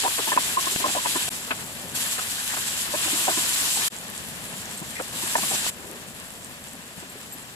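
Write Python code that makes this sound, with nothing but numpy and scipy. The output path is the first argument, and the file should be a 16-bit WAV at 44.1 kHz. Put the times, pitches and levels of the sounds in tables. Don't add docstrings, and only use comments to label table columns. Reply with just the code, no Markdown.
import sys
import numpy as np
from scipy import signal
from scipy.fft import rfft, irfft, next_fast_len
from scipy.io import wavfile
from scipy.ndimage import uniform_filter1d

SR = 44100
rng = np.random.default_rng(int(sys.argv[2]) if len(sys.argv) > 2 else 0)


def convert_level_to_amplitude(level_db):
    exponent = np.asarray(level_db, float) / 20
    return 10 ** exponent


def dump(signal):
    limited = np.clip(np.atleast_2d(signal).T, -1, 1)
    pcm = np.round(limited * 32767).astype(np.int16)
    wavfile.write(sys.argv[1], SR, pcm)


N = 332955
SIZE = next_fast_len(N + 4096)
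HZ = np.arange(SIZE // 2 + 1) * SR / SIZE + 1e-3

# frequency in Hz, level in dB, time to fall 60 dB in seconds (shorter after a quick contact).
PAN_MODES = [(165, -12.5, 0.021), (270, -5, 0.051), (314, 4, .018), (384, -2.5, 0.027), (529, -8, 0.021),
             (604, -0.5, 0.025), (689, 3, 0.025), (760, -1.5, 0.027), (935, 1, 0.02), (1010, 7, .02),
             (1083, -0.5, .021), (1224, 0.5, .028), (1377, -5.5, 0.02), (1540, 4.5, 0.026),
             (1760, 8.5, 0.016), (2177, 4, 0.026), (2373, 4, 0.013), (2600, 6.5, 0.023)]
EDGE_FROM_HZ = 1150


def read(table, col=1):
    return np.interp(np.log(HZ), np.log([r[0] for r in table]), [r[col] for r in table])


def colour(x, table):
    y = irfft(rfft(x, SIZE) * convert_level_to_amplitude(read(table)), SIZE)[:, :N]
    return y / np.sqrt(np.mean(y ** 2))


def walk(rate):
    k = int(SR / rate)
    held = np.repeat(rng.standard_normal(N // k + 1), k)
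    return 0.93 * uniform_filter1d(uniform_filter1d(held, k), k)[:N]


def add(track, s, sound):
    i = int(s * SR)
    track[:, i:i + sound.shape[-1]] += sound[..., :N - i]


def stage(col):
    # end in seconds, tilt in dB per octave about 6 kHz, extra wet crackle in dB.
    stages = [(1.3, -2.5, 0.5), (1.945, 0, 0.2), (2.98, -1, 1.1), (3.89, -1.5, 1), (5.1, -1.1, 0.6),
              (5.7, -1.1, 0.5), (7.55, 0.6, 0.2)]
    rows = np.array(stages)
    row = np.searchsorted(rows[:, 0], np.arange(N) / SR)
    return rows[np.minimum(row, len(rows) - 1), col]


def flicker(x, own_db):
    bands_hz = 2000 * 2 ** np.arange(0, 3.1, .5)
    lean = stage(col=1)
    spectrum = rfft(x, SIZE)
    octave = np.log2(np.clip(HZ, bands_hz[0], bands_hz[-1]))
    out = 0
    for hz in bands_hz:
        share = np.clip(1 - 2 * abs(octave - np.log2(hz)), 0, 1)
        band = irfft(spectrum * share, SIZE)[:, :N]
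        out = out + convert_level_to_amplitude(own_db * walk(45) + lean * np.log2(hz / 6000)) * band
    return out


def bubbles(spread_db, most_db, burst_ms, patchy_db, table):
    hold = max(int(burst_ms * SR / 1000), 1)
    draws = np.repeat(rng.exponential(size=N), hold)[:N]
    size = convert_level_to_amplitude(np.minimum(spread_db * draws, most_db))
    patches = convert_level_to_amplitude(patchy_db * walk(60) + 0.73 * patchy_db * walk(35))
    return colour(size * patches * rng.standard_normal((2, N)), table)


def sizzle():
    # frequency in Hz, relative density in dB per Hz.
    fizz_spectrum = [(300, -39), (1500, -16), (3200, -2.5), (5500, -5.5), (8500, -5), (11000, 1),
                     (13000, -5.5), (15000, -9.5), (16000, -45)]
    crackle_spectrum = [(150, -9), (500, -16), (1000, 1), (1300, -1.5), (1750, 3.5), (2250, 0),
                        (3200, -0.5), (5000, -6.5), (9000, -24), (16000, -35)]
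    # time in seconds, fine fizz level in dB.
    fierceness = [(0, -24.5), (.55, -24), (1.288, -25.5), (1.31, -32), (1.5, -35.5), (1.94, -38),
                  (1.952, -27), (2.0, -23.5), (2.08, -26.5), (2.4, -28.5), (2.48, -26), (2.95, -28),
                  (3.04, -22), (3.883, -21.5), (3.915, -39.5), (4.78, -37.5), (5.09, -39), (5.122, -38),
                  (5.134, -31.5), (5.2, -28), (5.57, -23.5), (5.696, -26.5), (5.707, -44.5), (7.55, -46)]
    middling_db = -34
    wet_db, wet_per_db = -38.5, 0.5136
    fizz_db = np.interp(np.arange(N) / SR, *np.transpose(fierceness))
    over_db = fizz_db - middling_db
    fizz = bubbles(spread_db=2.0 - 0.024 * over_db, most_db=11.5 - 0.53 * over_db, burst_ms=.25,
                   patchy_db=1.26, table=fizz_spectrum)
    wet = bubbles(spread_db=1.5, most_db=2.5, burst_ms=.8, patchy_db=1.5, table=crackle_spectrum)
    wet_gain = convert_level_to_amplitude(wet_db + wet_per_db * over_db + stage(col=2))
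    return convert_level_to_amplitude(fizz_db) * flicker(fizz, own_db=1.73) + wet_gain * wet


def rumble():
    # frequency in Hz, relative density in dB per Hz.
    rumble_spectrum = [(25, -20), (70, -2), (130, -0.5), (230, 2), (300, -6.5), (600, -6), (1200, -11.5),
                       (4000, -22.5)]
    # time in seconds, level in dB.
    rumble_levels = [(0, -43.5), (1.2, -41), (2.6, -41), (3.8, -41), (4.3, -40.5), (4.9, -39.5),
                     (5.9, -41.5), (6.4, -42.5), (7.0, -43), (7.55, -42.5)]
    db = np.interp(np.arange(N) / SR, *np.transpose(rumble_levels)) + 1.2 * walk(14) + 1.0 * walk(5.5)
    return convert_level_to_amplitude(db) * colour(rng.standard_normal((2, N)), rumble_spectrum)


def spatter():
    # bursts per second, level of the smallest in dB, spread in dB, lowest and highest starting
    # pitch in Hz, cycles to fall to 1/e.
    spits = [(30, -42, 6, 7300, 13500, 2), (14, -47, 3.5, 218, 820, 2.9)]
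    out, t = np.zeros((2, N)), np.arange(1500) / SR
    for rate, db, spread_db, low_hz, high_hz, cycles in spits:
        for when, size, pitch in rng.random((400, 3))[:int(rate * N / SR)]:
            turns = low_hz * (high_hz / low_hz) ** pitch * t
            rising = turns * (1 + 0.017 * np.minimum(turns, 8))
            burst = np.sin(2 * np.pi * rising) * np.exp(-turns / cycles)
            burst_db = db - spread_db * np.log(1 - .97 * size)
            add(out, when * N / SR, convert_level_to_amplitude(burst_db) * burst[None])
    return out


def stirring():
    # start in seconds, end in seconds, level in dB.
    strokes = [(0, 1.283, -46.5), (2.938, 3.874, -43), (5.11, 5.705, -47.5)]
    fade_s, uneven_db = 0.022, 4
    t = np.arange(N) / SR
    response = sum(convert_level_to_amplitude(db) / (1 + 1j * (HZ - hz) * 2 * np.pi * t60 / np.log(1000))
                   for hz, db, t60 in PAN_MODES if hz < EDGE_FROM_HZ)
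    force = convert_level_to_amplitude(uneven_db * walk(30.06)) * rng.standard_normal((2, N))
    murmur = irfft(rfft(force, SIZE) * response, SIZE)[:, :N]
    drag = sum(convert_level_to_amplitude(db) * np.clip(np.minimum(t - start, end - t) / fade_s, 0, 1) for start, end, db in strokes)
    return drag * murmur / np.sqrt(np.mean(murmur ** 2))


def scrapes():
    # start in seconds, length in seconds, level in dB, centre in Hz, width in octaves.
    drags = [(0.032, 0.055, -28, 700, 2.1), (0.179, 0.034, -31.5, 700, 1.7),
             (0.316, 0.023, -27.5, 895, 2.2), (0.563, 0.026, -35, 600, 3.5), (0.795, 0.034, -45, 400, 1.3),
             (0.841, 0.041, -34, 600, 2.2), (0.947, 0.031, -29.5, 700, 1.6), (1.15, 0.022, -28, 605, 3.3),
             (1.467, 0.055, -39.5, 800, 1.8), (1.506, 0.015, -27, 2300, 1), (1.521, 0.023, -34, 1190, 2),
             (2.036, 0.046, -39, 1720, 0.36), (2.24, .03, -45, 1600, .5), (2.38, 0.039, -37, 1620, 0.33),
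             (2.493, 0.044, -34, 1720, 0.43), (2.617, .04, -36, 1650, .5), (2.181, .02, -33.5, 1090, 2.9),
             (2.533, 0.013, -33, 900, 1.6), (2.564, 0.025, -34, 1000, 1.7), (2.933, 0.016, -32, 840, 1.2),
             (3.055, .035, -40, 550, 1.4), (3.127, 0.023, -38, 317, 0.64), (3.271, 0.033, -26, 790, 1.1),
             (4.952, 0.04, -33, 2120, 0.44), (4.991, 0.023, -31, 1200, 2.1), (6.972, 0.091, -57, 400, 1.1),
             (5.215, .03, -41, 960, 0.41), (5.26, 0.037, -41, 1000, 0.46), (5.348, 0.0093, -33, 1800, 1),
             (5.505, 0.051, -34.5, 604, 1.6), (5.788, 0.21, -47, 427, 0.8)]
    uneven_db = 3.5
    out = np.zeros((2, N))
    for s, length, db, hz, octaves in drags:
        t = np.arange(int(length * SR)) / SR
        edges_hz = hz * 2 ** (np.array([-.5, .5]) * octaves)
        band = signal.butter(3, edges_hz, "band", fs=SR, output="sos")
        uneven = convert_level_to_amplitude(uneven_db * np.interp(t, np.arange(60) * 0.00425, rng.standard_normal(60)))
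        grit = signal.sosfilt(band, rng.standard_normal((2, 12000)))[:, 500:500 + len(t)]
        grit = grit / np.sqrt(np.mean(grit ** 2))
        add(out, s, convert_level_to_amplitude(db) * np.sqrt(np.sin(np.pi * t / length)) * uneven * grit)
    return out


def hold_and_stop(t60, rise_ms):
    t, rise = np.arange(2600) / SR, max(rise_ms, .1) / 1000
    build_up = np.sin(np.pi / 2 * np.minimum(t / rise, 1)) ** 2
    stop = np.exp(-np.log(1000) * (np.maximum(t - rise, 0) / t60) ** 2.45)
    return t, build_up * stop


def ring(hz, t60, rise_ms, rough=.5):
    scatter_turns, soft_scatter_turns = .04, .35
    t, shape = hold_and_stop(t60, rise_ms)
    start = soft_scatter_turns * rng.random() * min(rise_ms / 3.3, 1)
    turns = start + np.array([[0], [-.25 + scatter_turns * rng.standard_normal()]])
    chatter = 1 + rough * np.interp(t, np.arange(30) * 0.00211, rng.standard_normal(30))
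    return shape * chatter * np.sin(2 * np.pi * (hz * t + turns))


def ladle():
    # start in seconds, peak in dB, pitch in Hz that
    # the struck spot favours, low boom against that pitch in dB, build-up in milliseconds.
    knocks = [(.034, -17.5, 874, -10, 3.8), (.045, -11, 760, -17, 4.7), (.058, -11.5, 960, -17, 5.6),
              (.068, -20, 1010, -17, 7.7), (0.181, -18, 1050, -1, 3.5), (.195, -21, 384, -12, 3.1),
              (0.269, -19.5, 896, -15, 6.7), (0.283, -19.5, 1020, -2, 5), (.317, -10, 1010, -13, 2.7),
              (.318, -15, 1700, -24, 2), (.323, -13, 1780, -22, 3.2), (.329, -18, 1150, -13, 2.9),
              (0.363, -16.5, 597, -1, 2.1), (.374, 1.5, 1023, -19.5, 1.4), (.568, -7, 1050, -18, 7),
              (0.586, -17, 1080, -15, 4), (.662, -16.5, 1084, -8, 10.6), (0.716, -32, 380, -13, 5.8),
              (0.761, -6, 850, 1, 0.11), (0.799, -25, 690, -4, 5), (0.814, -26.5, 380, -14, 6.8),
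              (0.84, -11, 1050, -20.5, 3), (.84, -21, 617, -16, 6.2), (.853, -19.5, 617, -7, 6.3),
              (.857, -18, 1050, -20, 5), (0.879, -17.5, 790, -7, 2.7), (0.892, -23, 856, -8, 3.2),
              (0.95, -18, 700, -16, .8), (.955, -24, 1010, -25, 5), (.967, -26, 1010, -25, 5),
              (0.962, -19.5, 628, -17, 7.1), (.977, -21, 990, -25, 7.4), (1.047, -23, 940, -27, 4.4),
              (1.057, -9, 904, -17.5, 1.9), (1.088, -34, 314, -9, 6.1), (1.151, -14.5, 1010, 2, 8.3),
              (1.167, -22, 1010, -6, 2.3), (1.278, -23.5, 700, -3, 2.3), (1.506, -14, 1490, -12, 1.7),
              (1.507, -18.5, 860, -17, 2.3), (1.508, -18, 2600, -28, 3), (1.511, -17, 1330, -22, 2.3),
              (1.941, -34, 1540, -30, 8), (2.185, -22, 1330, -25, 5.5), (2.536, -24, 1083, -2, 2),
              (2.568, -23, 1430, -12, 3), (2.936, -18, 582, -18, 5.5), (2.94, -20, 935, -9, 4),
              (2.946, -19, 594, -6, 3.2), (2.949, -27, 1000, -3, 3), (3.054, -31, 314, -11, 8.4),
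              (3.072, -25, 760, -12, 5), (3.129, -25, 314, -10, 5.4), (3.278, -9.5, 760, -11.5, 4.5),
              (3.28, -17, 1020, -11, 3.5), (3.292, -16.5, 650, -6, 5.5), (3.31, -24, 1050, -2, 5),
              (3.369, -15, 1050, 0, 6.7), (3.386, -19, 1050, 0, 3.8), (3.766, -20, 830, -16, 4.6),
              (4.813, -24.5, 165, -22, 7.2), (4.992, -25, 1320, -25, 6), (4.996, -31, 760, -19, 5),
              (4.998, -21, 524, -24, 5), (5.234, -22.5, 330, -4, 3.2), (5.353, -5, 935, -20, 1),
              (5.3525, -13.5, 1760, -25, 1.5), (5.3535, -12, 640, -21, 1.2), (5.379, -20, 810, -13, 3.2),
              (5.428, -20.5, 1095, -14, 6.1), (5.51, -22, 770, -6, 5.7), (5.53, -25.5, 597, -4, 10),
              (5.541, -27, 450, -4, 4), (5.665, -13.5, 950, -13, .22), (5.793, -33, 314, 0, 3.9),
              (5.841, -33, 516, -3, 4.8), (5.89, -34, 500, 6, 8.1), (6.486, -34, 165, -18, 6),
              (6.975, -29.5, 167, -33, 6.3), (7.024, -30.5, 314, -1, 5.2), (7.351, -36, 270, -4, 4.1)]
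    boom_top_hz = 450
    edge_offset_db, edge_db_per_octave = -5.5, 5.5
    sharp_db_per_halving, usual_ms = 4, 3.4
    pull = .8
    steel_on_steel = signal.butter(2, (380, 2800), "band", fs=SR, output="sos")
    out = np.zeros((2, N))
    for s, db, spot_hz, boom_db, ms in knocks:
        edge_db = boom_db + edge_offset_db + edge_db_per_octave * np.log2(spot_hz / 1000)
        edge_db = edge_db + sharp_db_per_halving * np.log2(usual_ms / max(ms, .8))
        lasting = np.clip(ms / 1.03, .2, 1)
        t, shape = hold_and_stop(0.033 * lasting, ms)
        grating = signal.sosfilt(steel_on_steel, rng.standard_normal((2, len(t))))
        sound = convert_level_to_amplitude(0.64 * edge_db + 9) * shape * grating
        for hz, mode_db, t60 in PAN_MODES:
            near_db = -170 * abs(np.log(hz / spot_hz)) ** 1.3
            if hz < boom_top_hz:
                least_db = boom_db
            elif hz > EDGE_FROM_HZ:
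                least_db = edge_db
            else:
                least_db = 0.5 * edge_db - 5.5
            detune = (spot_hz / hz) ** (pull * convert_level_to_amplitude(near_db / 2)) + 0.0082 * rng.standard_normal()
            level_db = mode_db + max(near_db, least_db) + rng.standard_normal()
            sound = sound + convert_level_to_amplitude(level_db) * ring(hz * detune, t60 * lasting, ms, rough=0.18)
        add(out, s, convert_level_to_amplitude(db) * sound / np.abs(sound[0]).max())
    return out


def pops():
    # start in seconds, level in dB, pitch in Hz.
    bursts = [(3.965, -22, 7000), (3.987, -20.5, 8350), (4.101, -13.5, 11500), (4.108, -25, 11500),
              (4.1785, -18, 7950), (4.361, -23, 11000), (4.528, -27, 12000), (4.583, -30, 11500),
              (4.6194, -25, 8100), (4.6394, -32, 9000), (4.657, -22, 6500), (4.714, -25, 7500),
              (4.802, -18, 10800), (4.83, -26, 7500), (4.8493, -27, 8410), (5.0968, -20.5, 10400),
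              (5.7324, -26, 10900), (5.914, -17, 11000), (5.9333, -21, 11500), (6.1494, -24, 11100),
              (6.2, -19, 10500), (6.243, -26, 9400), (6.3055, -24, 8300), (6.447, -18, 9500),
              (6.594, -31, 9000), (6.641, -23, 8700), (6.7345, -20, 11000), (6.754, -24, 10500),
              (6.8795, -31, 7420), (7.1226, -34, 7710), (7.3637, -30, 7870), (7.4684, -41, 7670)]
    cycles, spray_db, spray_ms = 2.2, -21, 1.4
    out, t = np.zeros((2, N)), np.arange(400) / SR
    for s, db, hz in bursts:
        droplets = uniform_filter1d(rng.standard_normal((2, 400)), size=3)
        spray = convert_level_to_amplitude(spray_db) * droplets * np.exp(-1000 * t / spray_ms)
        add(out, s, convert_level_to_amplitude(db) * np.sin(2 * np.pi * hz * t) * (np.exp(-t * hz / cycles) + spray))
    return out


def whistle():
    # time in seconds, pitch in Hz, level in dB.
    steam_line = [(4.2, 8300, -60), (4.29, 8600, -51), (4.37, 9050, -49.5), (4.43, 9950, -46),
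                  (4.5, 10250, -46), (4.56, 10700, -50), (4.6, 11000, -60)]
    jitter = .018
    s, hz, db = np.transpose(steam_line)
    t = np.arange(N) / SR
    pitch = np.interp(t, s, hz) * (1 + jitter * walk(400))
    phase = 2 * np.pi * np.cumsum(pitch) / SR
    sounding = (t > s[0]) * (t < s[-1])
    return convert_level_to_amplitude(np.interp(t, s, db) + 2.5 * walk(79)) * sounding * np.sin(phase)


def spoon():
    # frequency in Hz, level in dB, time to fall 60 dB in seconds.
    spoon_modes = [(7390, -8, 0.018), (8240, -6.5, 0.021), (11500, -4, 0.034), (12000, -5, .04),
                   (12930, 2, 0.046)]
    # start in seconds, level in dB, extra dB for the modes over 10 kHz.
    clinks = [(4.774, -29.5, -14), (7.096, -38, -6), (7.322, -33.5, -4), (7.332, -38, -1)]
    out = np.zeros((2, N))
    for s, db, top_db in clinks:
        add(out, s, sum(convert_level_to_amplitude(db + mode_db + top_db * (hz > 1e4)) * ring(hz, t60, 1.4, rough=.15)
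                        for hz, mode_db, t60 in spoon_modes))
    return out


def scene():
    steady = sizzle() + rumble() + spatter() + stirring()
    return steady + scrapes() + ladle() + pops() + whistle() + spoon()


def duck(x, top_db, ratio, window_ms):
    k = int(window_ms * SR / 1000)
    level = np.sqrt(uniform_filter1d(np.mean(x ** 2, axis=0), k) + 1e-12)
    return x * np.minimum(convert_level_to_amplitude(top_db) / level, 1) ** (1 - 1 / ratio)


def roll_off(x):
    return signal.sosfilt(signal.butter(12, 16320, fs=SR, output="sos"), x)


def record(dry):
    # frequency in Hz, level in dB.
    top_cut = [(15200, 0), (15750, -42)]
    # frequency in Hz, level in dB, likeness from 0 to 1, phase lag in radians.
    right_against_left = [(30, -12.5, 0.4, 1.5), (118, -3.5, 0.8, 0), (350, -2.5, 0.9, 0.5),
                          (700, -1, 0.58, 0.2), (1050, -1.5, 0.45, 2), (1700, -4.5, 0.5, 1.5),
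                          (2590, -2.5, 0.41, 4.5), (4500, -2.5, 0.09, 2), (5980, -1.5, 0.17, 7.5),
                          (6500, 2, 0.01, 2 * np.pi), (7640, 9, 1, 2 * np.pi), (8650, 0.5, 0.7, 2 * np.pi),
                          (10330, -8, 0.55, 2 * np.pi), (12000, -14.5, 0.4, 2 * np.pi),
                          (12500, -21, .12, 2 * np.pi), (14700, -8, .12, 2 * np.pi),
                          (15800, -18, 0.2, 2 * np.pi)]
    # drop in seconds, return in seconds, fade-in in seconds.
    dropouts = [(1.293, 1.3, 0.015), (3.885, 3.899, 0.03)]
    both, own = rfft(dry, SIZE) * convert_level_to_amplitude(read(top_cut))
    like = np.clip(read(right_against_left, col=2), 0, 1)
    lagged = np.exp(-1j * read(right_against_left, col=3)) * both
    right = convert_level_to_amplitude(read(right_against_left)) * (like * lagged + np.sqrt(1 - like ** 2) * own)
    stereo = irfft([both, right], SIZE)[:, :N]
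    t, gain = np.arange(N) / SR, 1
    for out, back, fade in dropouts:
        gain = gain * np.interp(t, [out - .003, out, back, back + fade], [0.98, 0.028, 0.012, 1.0])
    return roll_off(gain * duck(stereo, top_db=-24.0, ratio=1.65, window_ms=10.7))


dry = scene()
out = record(dry)
dump(out)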